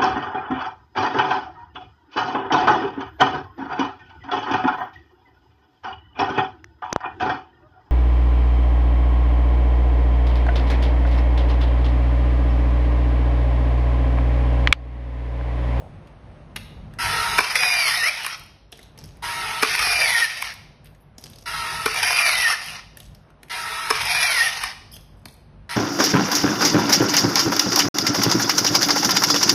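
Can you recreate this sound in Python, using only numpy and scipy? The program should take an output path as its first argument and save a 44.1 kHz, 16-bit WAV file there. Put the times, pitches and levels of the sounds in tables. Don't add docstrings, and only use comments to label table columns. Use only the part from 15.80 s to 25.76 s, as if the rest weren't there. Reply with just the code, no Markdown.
import sys
import numpy as np
from scipy import signal
from scipy.fft import rfft, irfft, next_fast_len
from scipy.io import wavfile
from scipy.ndimage import uniform_filter1d

SR = 44100
rng = np.random.default_rng(int(sys.argv[2]) if len(sys.argv) > 2 else 0)


def volts(x):
    e = np.asarray(x, float) / 20
    return 10 ** e


def transcribe(signal):
    frames = np.atleast_2d(signal).T
    limited = np.clip(frames, -1, 1)
    pcm = np.round(limited * 32767).astype(np.int16)
    wavfile.write(sys.argv[1], SR, pcm)


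N = 439236

# (frequency [Hz], density [dB per Hz])
TREBLE = [(4530, -25.5), (7700, -13), (9220, -1), (10500, -1), (11100, -3), (13000, -11)]
# (frequency [Hz], density [dB per Hz])
TWIST_COLOUR = [(150, -61.5), (250, -40.5), (291, -35), (513, -21), (600, -23.5), (705, -13), (810, -15.5),
                (1080, -15.5), (1330, -10.5), (1620, -11.5), (1830, -4.5), (2160, -6), (2450, -4.5),
                (3310, -12), (3970, -12), (5600, -12), (6800, -28), (8840, -62.5), (15000, -120)]


def evened(x):
    return x / np.sqrt(np.mean(x ** 2) + 1e-20)


def read(points, hz):
    f, value = np.transpose(points)
    return np.interp(np.log(hz + 1), np.log(f + 1), value)


def add(mix, s, sound):
    part = mix[round(s * SR):][:len(sound)]
    part += sound[:len(part)]


def coloured(x, points):
    size = next_fast_len(len(x))
    hz = np.fft.rfftfreq(size, 1 / SR)
    inside = (hz > points[0][0]) & (hz < points[-1][0])
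    spectrum = rfft(x, size) * volts(read(points, hz)) * inside
    return evened(irfft(spectrum, size)[:len(x)])


def drift(size, hz):
    fast_size = next_fast_len(size)
    low_pass = 1 / (1 + (np.fft.rfftfreq(fast_size, 1 / SR) / hz) ** 4)
    spectrum = rfft(rng.standard_normal(fast_size)) * low_pass
    return evened(irfft(spectrum, fast_size)[:size])


def unpack(rows):
    s, *columns = np.transpose(rows)
    t = np.arange(s[0], s[-1], 1 / SR)
    return [t] + [np.interp(t, s, c) for c in columns]


def rattle(size, spread_db):
    return rng.standard_normal(size) * volts(spread_db * drift(size, 450))


def air():
    # (time [s], rumble level [dB])
    air_levels = [(0.0, -40.5), (0.8, -43.5), (1.36, -39.5), (2.02, -49.5), (2.91, -52.5), (3.16, -46),
                  (3.85, -45.5), (4.6, -51.5), (6.29, -45), (6.82, -52), (7.4, -50), (8.1, -47.5),
                  (8.51, -51), (9.96, -48.5)]
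    # (frequency [Hz], density [dB per Hz])
    rumble_colour = [(12, -44), (20, -16.5), (34, -8), (48, 8.5), (75, -2), (102, 4.5), (118, -5),
                     (150, 3.5), (178, -7), (226, -5.5), (300, -27), (390, -56.5), (660, -120)]
    # (frequency [Hz], density [dB per Hz])
    hush_colour = [(150, -22), (250, -6.5), (453, -9.5), (600, -8.5), (652, -9.5), (2840, -26),
                   (7170, -43.5), (10700, -45.5), (13000, -67)]
    # (start [s], end [s], frequency [Hz], level [dB])
    squeak = (.48, .7, 600, -52)
    t, rumble_db = (np.resize(c, N) for c in unpack(air_levels))
    hush_db = -57.5 + 0.84 * (rumble_db + 49.5)
    out = volts(rumble_db + 2.7 * drift(N, 4.2)) * coloured(rng.standard_normal(N), rumble_colour)
    out += volts(hush_db + drift(N, 7.8)) * coloured(rng.standard_normal(N), hush_colour)
    start, end, hz, db = squeak
    t = np.arange(0, end - start, 1 / SR)
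    add(out, start, volts(db) * np.sin(2 * np.pi * hz * t) * np.hanning(len(t)))
    return out


def scrape(start, end, db, hz, width, uneven_db=4.5):
    size = round((end - start) * SR)
    slips = rattle(size, uneven_db) * np.linspace(1, .4, size) * signal.windows.tukey(size, .2)
    resonance = [(max(hz - 2 * width, 300), -20), (hz - width / 2, -3), (hz, 0),
                 (hz + width / 2, -3), (hz + 2 * width, -20)]
    return start, volts(db) * coloured(slips, resonance)


def tick(s, peak_db, treble_db, hz, thud_db=-99):
    t = np.arange(2500) / SR
    crack_colour = [(500, -22), (.75 * hz, -11), (hz, 0), (1.25 * hz, -10), (9000, -20), (14000, -30)]
    crack = coloured(rng.standard_normal(len(t)), crack_colour)
    spit = coloured(rng.standard_normal(len(t)), [(6500, -18.5), (10000, 7.5), (12600, 4.5), (14300, -7.0)])
    thud = coloured(rng.standard_normal(len(t)), [(180, -2.0), (350, -1.0), (900, -6.5)])
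    snap = volts(peak_db - 6.5) * crack * np.exp(-t / 0.0046)
    snap += volts(treble_db) * spit * np.exp(-t / 0.0028)
    snap += volts(thud_db) * thud * np.exp(-t / 0.013)
    return s - .0015, snap * (1 - np.exp(-(t / 0.0011) ** 2))


def table_top():
    # (start [s], end [s], level [dB], centre [Hz], width [Hz])
    scrapes = [(0, 0.001, -40.5, 5800, 8000), (0, 0.088, -45.5, 583, 284), (0.759, 0.778, -31, 2320, 2520),
               (0.775, 0.973, -59, 3730, 393), (2.995, 3.12, -66, 3480, 900),
               (5.048, 5.08, -55.5, 3120, 3020), (5.056, 5.077, -59, 12000, 2500),
               (5.076, 5.2, -79, 11640, 2500), (5.199, 5.24, -69.5, 11640, 1500),
               (7.381, 7.604, -67, 1295, 480), (9.13, 9.167, -51, 3280, 250),
               (9.147, 9.175, -56, 6270, 200), (9.115, 9.177, -50, 11560, 2200),
               (9.456, 9.463, -40, 1500, 1510), (9.111, 9.175, -52, 5100, 400)]
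    # (time [s], peak [dB], treble [dB], centre [Hz])
    ticks = [(0.2732, -42, -66, 2980), (0.7623, -27.5, -23, 2010), (1.1381, -37.5, -50, 1740),
             (2.9256, -23.5, -42.5, 3400), (2.992, -33, -47, 1990), (3.03, -36.5, -44.5, 4060),
             (3.1772, -34, -42.5, 2080), (3.1888, -32, -43, 5500), (3.24, -29.5, -41, 5000),
             (3.371, -46.5, -51.5, 2150), (5.0453, -46, -44.5, 1960), (5.149, -43, -65, 1800),
             (5.3828, -27, -39.5, 5800), (5.4398, -26, -36, 5230), (5.459, -30, -56.5, 3060),
             (5.4996, -40, -39.5, 3410), (5.534, -33.5, -59, 3830), (5.559, -36, -44, 5330),
             (5.586, -35.5, -48, 5140), (5.6243, -35.5, -52, 5440), (7.172, -29, -30.5, 1710),
             (7.2023, -28.5, -36.5, 3650), (7.3488, -38, -47.5, 5040), (7.5034, -44.5, -61, 1620),
             (7.6317, -30.5, -39, 1820), (7.684, -38.5, -50, 2430), (9.1402, -35, -33, 5060),
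             (9.166, -29, -42, 3310), (9.456, -27.5, -33.5, 4580), (9.485, -33, -50, 3460)]
    # (time [s], level [dB])
    chinks = [(2.92, -41), (2.935, -55), (2.9742, -46.5), (3.017, -53), (3.037, -50.5), (3.258, -44.5),
              (3.277, -49.5), (5.396, -49.5), (5.591, -45.5), (5.611, -48.5), (5.638, -50), (9.129, -45),
              (9.157, -44), (9.21, -50), (9.5, -52), (9.527, -52)]
    # (start [s], end [s], level [dB], centre [Hz], width [Hz])
    rustles = [
        (2.928, 3.1, -60.5, 3500, 4000),
        (3.171, 3.376, -59, 4000, 4500),
        (5.386, 5.653, -58, 4470, 5000),
        (5.384, 5.65, -64.5, 11500, 2500),
        (7.175, 7.295, -57, 5000, 5000),
        (9.36, 9.45, -75, 10000, 4000),
        (9.47, 9.577, -61.5, 10500, 4000),
    ]
    table = np.zeros(N)
    for row in scrapes:
        add(table, *scrape(*row))
    for s, peak_db, treble_db, hz in ticks:
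        add(table, *tick(s, peak_db, treble_db, hz, thud_db=peak_db - 17.5))
    for s, db in chinks:
        add(table, *tick(s, db + 1.5, db, 5800))
    for row in rustles:
        add(table, *scrape(*row, uneven_db=8.))
    return table


def shell(x):
    # (frequency [Hz], width [Hz], gain [dB])
    shell_modes = [(920, 180, 4), (1400, 290, 2), (1850, 57, -1), (2260, 74, -3.5), (2820, 64, -1),
                   (3310, 180, -2.5), (3960, 270, -1), (4320, 210, -2), (5100, 310, 4), (5750, 200, 2)]
    hz, t, z = signal.stft(x, SR, nperseg=1024)
    patches = uniform_filter1d(rng.standard_normal(z.shape), size=4, axis=0)
    patches = evened(uniform_filter1d(patches, size=6, axis=1))
    modes_db = sum(db / (1 + (2 * (hz - f) / w) ** 2) for f, w, db in shell_modes)
    z = z * volts(modes_db[:, None] + 3.5 * patches)
    return evened(np.resize(signal.istft(z, SR, nperseg=1024)[1], len(x)))


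def feed(start, closed, db, change_db):
    # (frequency [Hz], density [dB per Hz])
    feed_colour = [(150, -66), (250, -31), (441, -15), (565, -30), (640, -17.5), (917, -11), (1140, -13.5),
                   (1330, -4), (1510, -11), (1830, -8), (2580, -9.5), (2890, -11.5), (3270, -13),
                   (5230, -15), (6800, -27.5), (8840, -56.5), (15000, -120)]
    orders = [14, 20, 27, 28, 29, 39, 40, 42, 46, 60, 84]
    order_levels = [-15, -4, -14, 0, -9, -11, -3, -12, -12, -10, -12]
    shaft_hz, spin_up_s = 46.65, 0.022
    t, body_db = unpack([(start, db - 8.5), (start + spin_up_s, db), (closed, db + change_db)])
    speed = 1 + .035 * np.exp(-(t - t[0]) / .07) + .0008 * drift(len(t), 30)
    turns = np.cumsum(shaft_hz * speed) / SR
    tones = np.zeros(len(t))
    for order, level in zip(orders, order_levels):
        waver = volts(level + 2.2 * drift(len(t), 25))
        tones += waver * np.sin(2 * np.pi * (order * turns + rng.random()))
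    knocks = rattle(len(t), 1.0)
    noise = shell(coloured(knocks, feed_colour)) + volts(-11.5) * coloured(knocks, TREBLE)
    return t[0], volts(body_db) * (noise + volts(-3.5) * evened(tones)) * signal.windows.tukey(len(t), .02)


def blow(s, length, peak_db=-99, thump_db=-99, knock_db=-99, treble_db=-99):
    # (frequency [Hz], level [dB], free t60 [s])
    housing = [(437, -10, 0.12), (1110, 8, 0.037), (1470, -8, 0.1), (2344, 0.5, 0.11), (4000, -21.5, 0.095),
               (5196, -15, 0.36), (5300, -32, 0.068), (5430, -42.5, 0.065)]
    t = np.arange(4000) / SR
    shape = (t / length * np.exp(1 - t / length)) ** 2 * volts(3 * drift(len(t), 150))
    shape /= shape.max()
    rings = []
    for hz, db, t60 in housing:
        held_t60 = min(.2 * t60, .02)
        rings.append(volts(db - 60 * t / held_t60) * np.sin(2 * np.pi * hz * t))
    hits = np.diff(rng.standard_normal(len(t)) * shape, prepend=0)
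    body = signal.fftconvolve(hits, sum(rings[3:]))[:len(t)]
    knock = signal.fftconvolve(hits, sum(rings[1:3]))[:len(t)]
    body = body / abs(body).max() + 0.42 * coloured(rng.standard_normal(len(t)), TWIST_COLOUR) * shape
    knock = np.roll(knock / abs(knock).max(), 90)
    thump = np.sin(2 * np.pi * housing[0][0] * t) + .3 * np.sin(2 * np.pi * 270 * t)
    thump *= (t / 0.0073 * np.exp(1 - t / 0.0072)) ** 3
    treble = coloured(rng.standard_normal(len(t)), TREBLE) * shape
    out = volts(peak_db) * body + volts(knock_db + 7.5) * knock
    return s - .7 * length, out + volts(thump_db) * thump + volts(treble_db) * treble


def cutter(mix, s, peak_db, thump_db, knock_db, spread):
    # (lag from snap [s], level [dB], treble [dB])
    stages = [
        (-.012, -20.5, -7.5),
        (-.0058, -5, 2),
        (0, -1.5, 1.5),
        (.016, -12.5, -11),
    ]
    length = .0022
    for lag, db, treble_db in stages:
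        at = s + (lag if lag > 0 else spread * lag)
        add(mix, *blow(at, length, peak_db + db, knock_db=knock_db + db, treble_db=treble_db - 26))
    add(mix, *blow(s - 0.0027, length, thump_db=thump_db))


def hook_levels(cut, clutch, stop, rest, db, rewind_db):
    reach_db, slack_db, dull_db = -5.5, -3.5, -10.5
    lurch = clutch - 0.042
    steps = [(cut - .004, db - 5, 0),
             (cut + 0.028, db + reach_db, 0),
             (lurch - 0.022, db + reach_db / 2, 0),
             (lurch, db + 3, 0),
             (lurch + 0.008, db + slack_db, 0),
             (clutch - .004, db + slack_db, 0),
             (clutch, db + 6, 0),
             (clutch + 0.013, db, 0),
             (stop - .006, db, 0),
             (stop + 0.024, rewind_db, 0),
             (rest - 0.078, rewind_db, 0),
             (rest - .015, rewind_db - 3, dull_db),
             (rest + .005, rewind_db - 19, dull_db)]
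    return [(s, level, dull - 13) for s, level, dull in steps]


def twist(levels, whine, octave_db):
    # (frequency [Hz], density [dB per Hz])
    tooth_ring = [(8300, -18), (9500, -8.5), (10800, 5.5), (11600, -12.5), (13000, -23.5)]
    # (share of mesh rate [1], level [dB])
    idlers = [(.293, -37), (.6, -44)]
    teeth = 16.25
    t, body_db, treble_db = unpack(levels)
    size = len(t)
    s, hz, mesh_db = np.transpose(whine)
    mesh_hz = np.interp(t, s, hz)
    mesh = np.cumsum(mesh_hz * (1 + .0008 * drift(size, 60))) / SR
    on = np.clip(np.minimum(t - s[0], s[-1] - t) / 0.0053, 0, 1)

    turn = mesh / teeth
    size_db = np.resize(rng.normal(0, 1.5, 8), 400) + rng.normal(0, 1.5, 400)
    tooth = on * volts(size_db[turn.astype(int)]) * np.exp(-(turn % 1) / .16)
    knocks = rattle(size, 2.01) * volts(1.5 * drift(size, 30))
    treble = coloured(knocks * (1 + 0.51 * tooth), TREBLE)
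    treble += volts(9) * coloured(knocks, tooth_ring) * uniform_filter1d(tooth, size=30)
    noise = shell(coloured(knocks * (1 + 0.19 * tooth), TWIST_COLOUR)) + volts(treble_db) * treble

    shake = (1 + .22 * np.cos(2 * np.pi * turn)) * volts(2.2 * drift(size, 45))
    tone = np.sin(2 * np.pi * mesh) * shake * volts(np.interp(t, s, mesh_db))
    fast = np.clip((mesh_hz - 2020) / 300, 0, 1)
    held = np.minimum.accumulate(np.clip((mesh_hz - 1930) / 250, 0, 1))
    octave = np.sin(4 * np.pi * mesh) * volts(octave_db + 1.8 * drift(size, 40))
    tone += np.maximum(held, .4 * fast) * octave
    for share, db in idlers:
        level = fast * volts(db + 2.0 * drift(size, 40))
        tone += level * np.sin(2 * np.pi * share * mesh + 1.0 * drift(size, 40))
    return t[0], (volts(body_db) * noise + np.sqrt(2) * on * tone) * signal.windows.tukey(size, .02)


def tool_sounds():
    # (trigger [s], feed end [s], gear rattle [dB], change by the end [dB])
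    feeds = [
        (1.185, 1.595, -24.5, -1),
        (3.421, 3.841, -29, -1),
        (5.656, 6.062, -29.5, -1),
        (7.695, 8.109, -30, -0.5),
        (9.892, 9.963, -28.5, -3.5),
    ]
    # (time [s], peak [dB], housing thump [dB], knock [dB], spread of the stages [0-1])
    cuts = [
        (1.588, -7.5, -21, -7.5, .9),
        (3.8305, -8, -17, -11.5, .95),
        (6.0606, -10, -18, -12, .3),
        (8.108, -7.5, -19, -12, .9),
    ]
    # (clutch [s], stop [s], rest [s], twisting [dB], rewinding [dB])
    twists = [
        (1.758, 2.292, 2.568, -23, -32.5),
        (3.994, 4.452, 4.735, -21.5, -33),
        (6.231, 6.735, 7.01, -21.5, -34),
        (8.262, 8.688, 8.93, -22, -30.5),
    ]
    # (time [s], mesh rate [Hz], mesh level [dB])
    whines = [
        [(1.785, 2486, -26), (1.86, 2470, -22), (2.014, 2337, -21.5), (2.085, 2111, -25), (2.115, 1838, -28),
         (2.17, 1920, -30), (2.228, 1798, -24.5), (2.29, 2380, -20), (2.302, 2416, -34.5)],
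        [(4.03, 2477, -31.5), (4.09, 2425, -24), (4.241, 2343, -22.5), (4.3, 2082, -28.5), (4.345, 1885, -24.5),
         (4.38, 1825, -15.5), (4.403, 1975, -36.5), (4.43, 1850, -15), (4.468, 1736, -29.5)],
        [(6.245, 2450, -31.5), (6.41, 2392, -25), (6.47, 2348, -21.5), (6.53, 2050, -27.5), (6.61, 1965, -24),
         (6.636, 1940, -24), (6.672, 1800, -17), (6.715, 1880, -35), (6.745, 1720, -12)],
        [(8.29, 2460, -29), (8.36, 2432, -23.5), (8.462, 2370, -26), (8.516, 2215, -24), (8.58, 1898, -25),
         (8.612, 1834, -16.5), (8.644, 1960, -27.5), (8.675, 1815, -16.5), (8.688, 1710, -31)],
    ]
    octaves = [-28.5, -30.5, -32.5, -35]
    # (level over the rewind rattle [dB], centre [Hz], width [Hz])
    groan = (-6.5, 1940, 800)
    # (time [s], level [dB])
    pawls = [(1.726, -26), (2.435, -29.5), (2.454, -35), (2.5797, -43), (2.5962, -38), (2.6366, -45),
             (2.663, -49.5), (3.92, -30.5), (3.96, -20.5), (4.5751, -32), (4.616, -34), (4.6589, -37.5),
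             (4.725, -41), (4.7397, -34), (6.193, -29.5), (6.843, -36), (6.8606, -31), (6.875, -35.5),
             (6.9025, -34), (8.2295, -26)]
    # (time [s], peak [dB], knock [dB], treble [dB], length [ms])
    blows = [(1.7564, -11, -25.5, -25, 2.7), (1.7636, -16, -32, -32, 2), (1.7726, -16.5, -32, -31, 2),
             (1.8329, -10.5, -19, -36, 1.5), (2.447, -23.5, -28, -36, 1.8), (2.4637, -20, -24, -22.5, 1.5),
             (3.991, -19, -24, -32, 5), (4.069, -22, -21.5, -44, 2), (4.623, -19, -20.5, -23, 1.5),
             (6.1435, -20, -31.5, -25, 1.5), (6.159, -26, -24, -37.5, 3), (6.229, -14.5, -26.5, -23.5, 2.5),
             (6.305, -20.5, -20, -40, 2.2), (8.218, -24.5, -46.5, -39.5, 4),
             (8.253, -24.5, -31.5, -30.5, 3.5), (8.347, -23.5, -19.5, -41, 1.7),
             (8.8364, -17, -22.5, -21.5, 1.5)]
    tool = np.zeros(N)
    for row in feeds:
        add(tool, *feed(*row))
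    for row in cuts:
        cutter(tool, *row)
    for cut, row, whine, octave_db in zip(cuts, twists, whines, octaves):
        clutch, stop, rest, twist_db, rewind_db = row
        add(tool, *twist(hook_levels(cut[0], *row), whine, octave_db))
        add(tool, *scrape(clutch, stop, rewind_db + groan[0], *groan[1:], uneven_db=3.0))
    for s, db in pawls:
        add(tool, *tick(s, db - 2, db, 5200))
    for s, peak_db, knock_db, treble_db, ms in blows:
        add(tool, *blow(s, ms / 1000, peak_db, knock_db=knock_db, treble_db=treble_db))
    return tool


def room(x):
    # (frequency [Hz], t60 [s])
    decay_times = [(300, 0.35), (700, 0.93), (1500, 0.55), (4000, 0.81), (10000, 0.47)]
    taps = rng.standard_normal(SR) * (np.arange(SR) > 250)
    hz, t, z = signal.stft(taps, SR, nperseg=256)
    decay_db = -60 * t / read(decay_times, hz)[:, None]
    tail = signal.istft(z * volts(decay_db), SR, nperseg=256)[1]
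    return signal.fftconvolve(x, tail / np.linalg.norm(tail))[:N]


def scene():
    table, tool = table_top(), tool_sounds()
    echo = room(volts(-10) * tool + volts(-9) * table)
    return (tool + table + echo + air())[None]


def top_cut(x):
    return signal.sosfilt(signal.butter(12, 14280, fs=SR, output="sos"), x)


def record(dry):
    # (low edge [Hz], high edge [Hz])
    gaps = [(6900, 7620), (13150, 13800)]
    # (frequency [Hz], level [dB])
    audible = [(5000, -125), (6600, -99), (7900, -99), (9000, -112), (11500, -110), (13000, -103),
               (13800, -77.5), (14300, -78.5)]
    hz, t, z = signal.stft(0.78 * np.tanh(dry[0] / 0.81), SR, nperseg=1024, noverlap=768)
    power = uniform_filter1d(abs(z) ** 2, size=9, axis=1) + 1e-16
    high_db = 10 * np.log10((abs(z[hz > 8000]) ** 2).sum(0) + 1e-14)
    rise = high_db - np.roll(high_db, 2) > 8
    steady = ~(rise | np.roll(rise, -1))

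    low_hz = hz[:512]
    band_db = np.repeat(10 * np.log10(power[:512].reshape(128, 4, -1).mean(1)), 4, axis=0)
    mask_db = uniform_filter1d(band_db, size=36, axis=0) - 3.2
    masked = (band_db < mask_db) & ((low_hz > 2700) & (low_hz < 4800))[:, None]
    faint = (band_db < read(audible, low_hz)[:, None]) & (low_hz > 5000)[:, None]
    z[:512][faint & steady] = 0
    z[:512][masked & steady] *= .07
    for low, high in gaps:
        z[(hz > low) & (hz < high)] *= np.where(steady, 0, volts(-16.0))

    top = np.flatnonzero((hz >= gaps[1][1]) & (hz < 14260))
    waver_db = 3.5 * evened(uniform_filter1d(rng.standard_normal(len(t)), size=12))
    loud = uniform_filter1d(high_db, size=7) + waver_db > -39.5
    z[top] += z[top - 60] * volts(-5) * loud * np.hanning(len(top) + 2)[1:-1, None] ** 2
    z[hz >= 14300] = 0
    mix = signal.istft(z, SR, nperseg=1024, noverlap=768)[1][None, :N]
    return top_cut(mix)


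dry = scene()
out = record(dry)
transcribe(out)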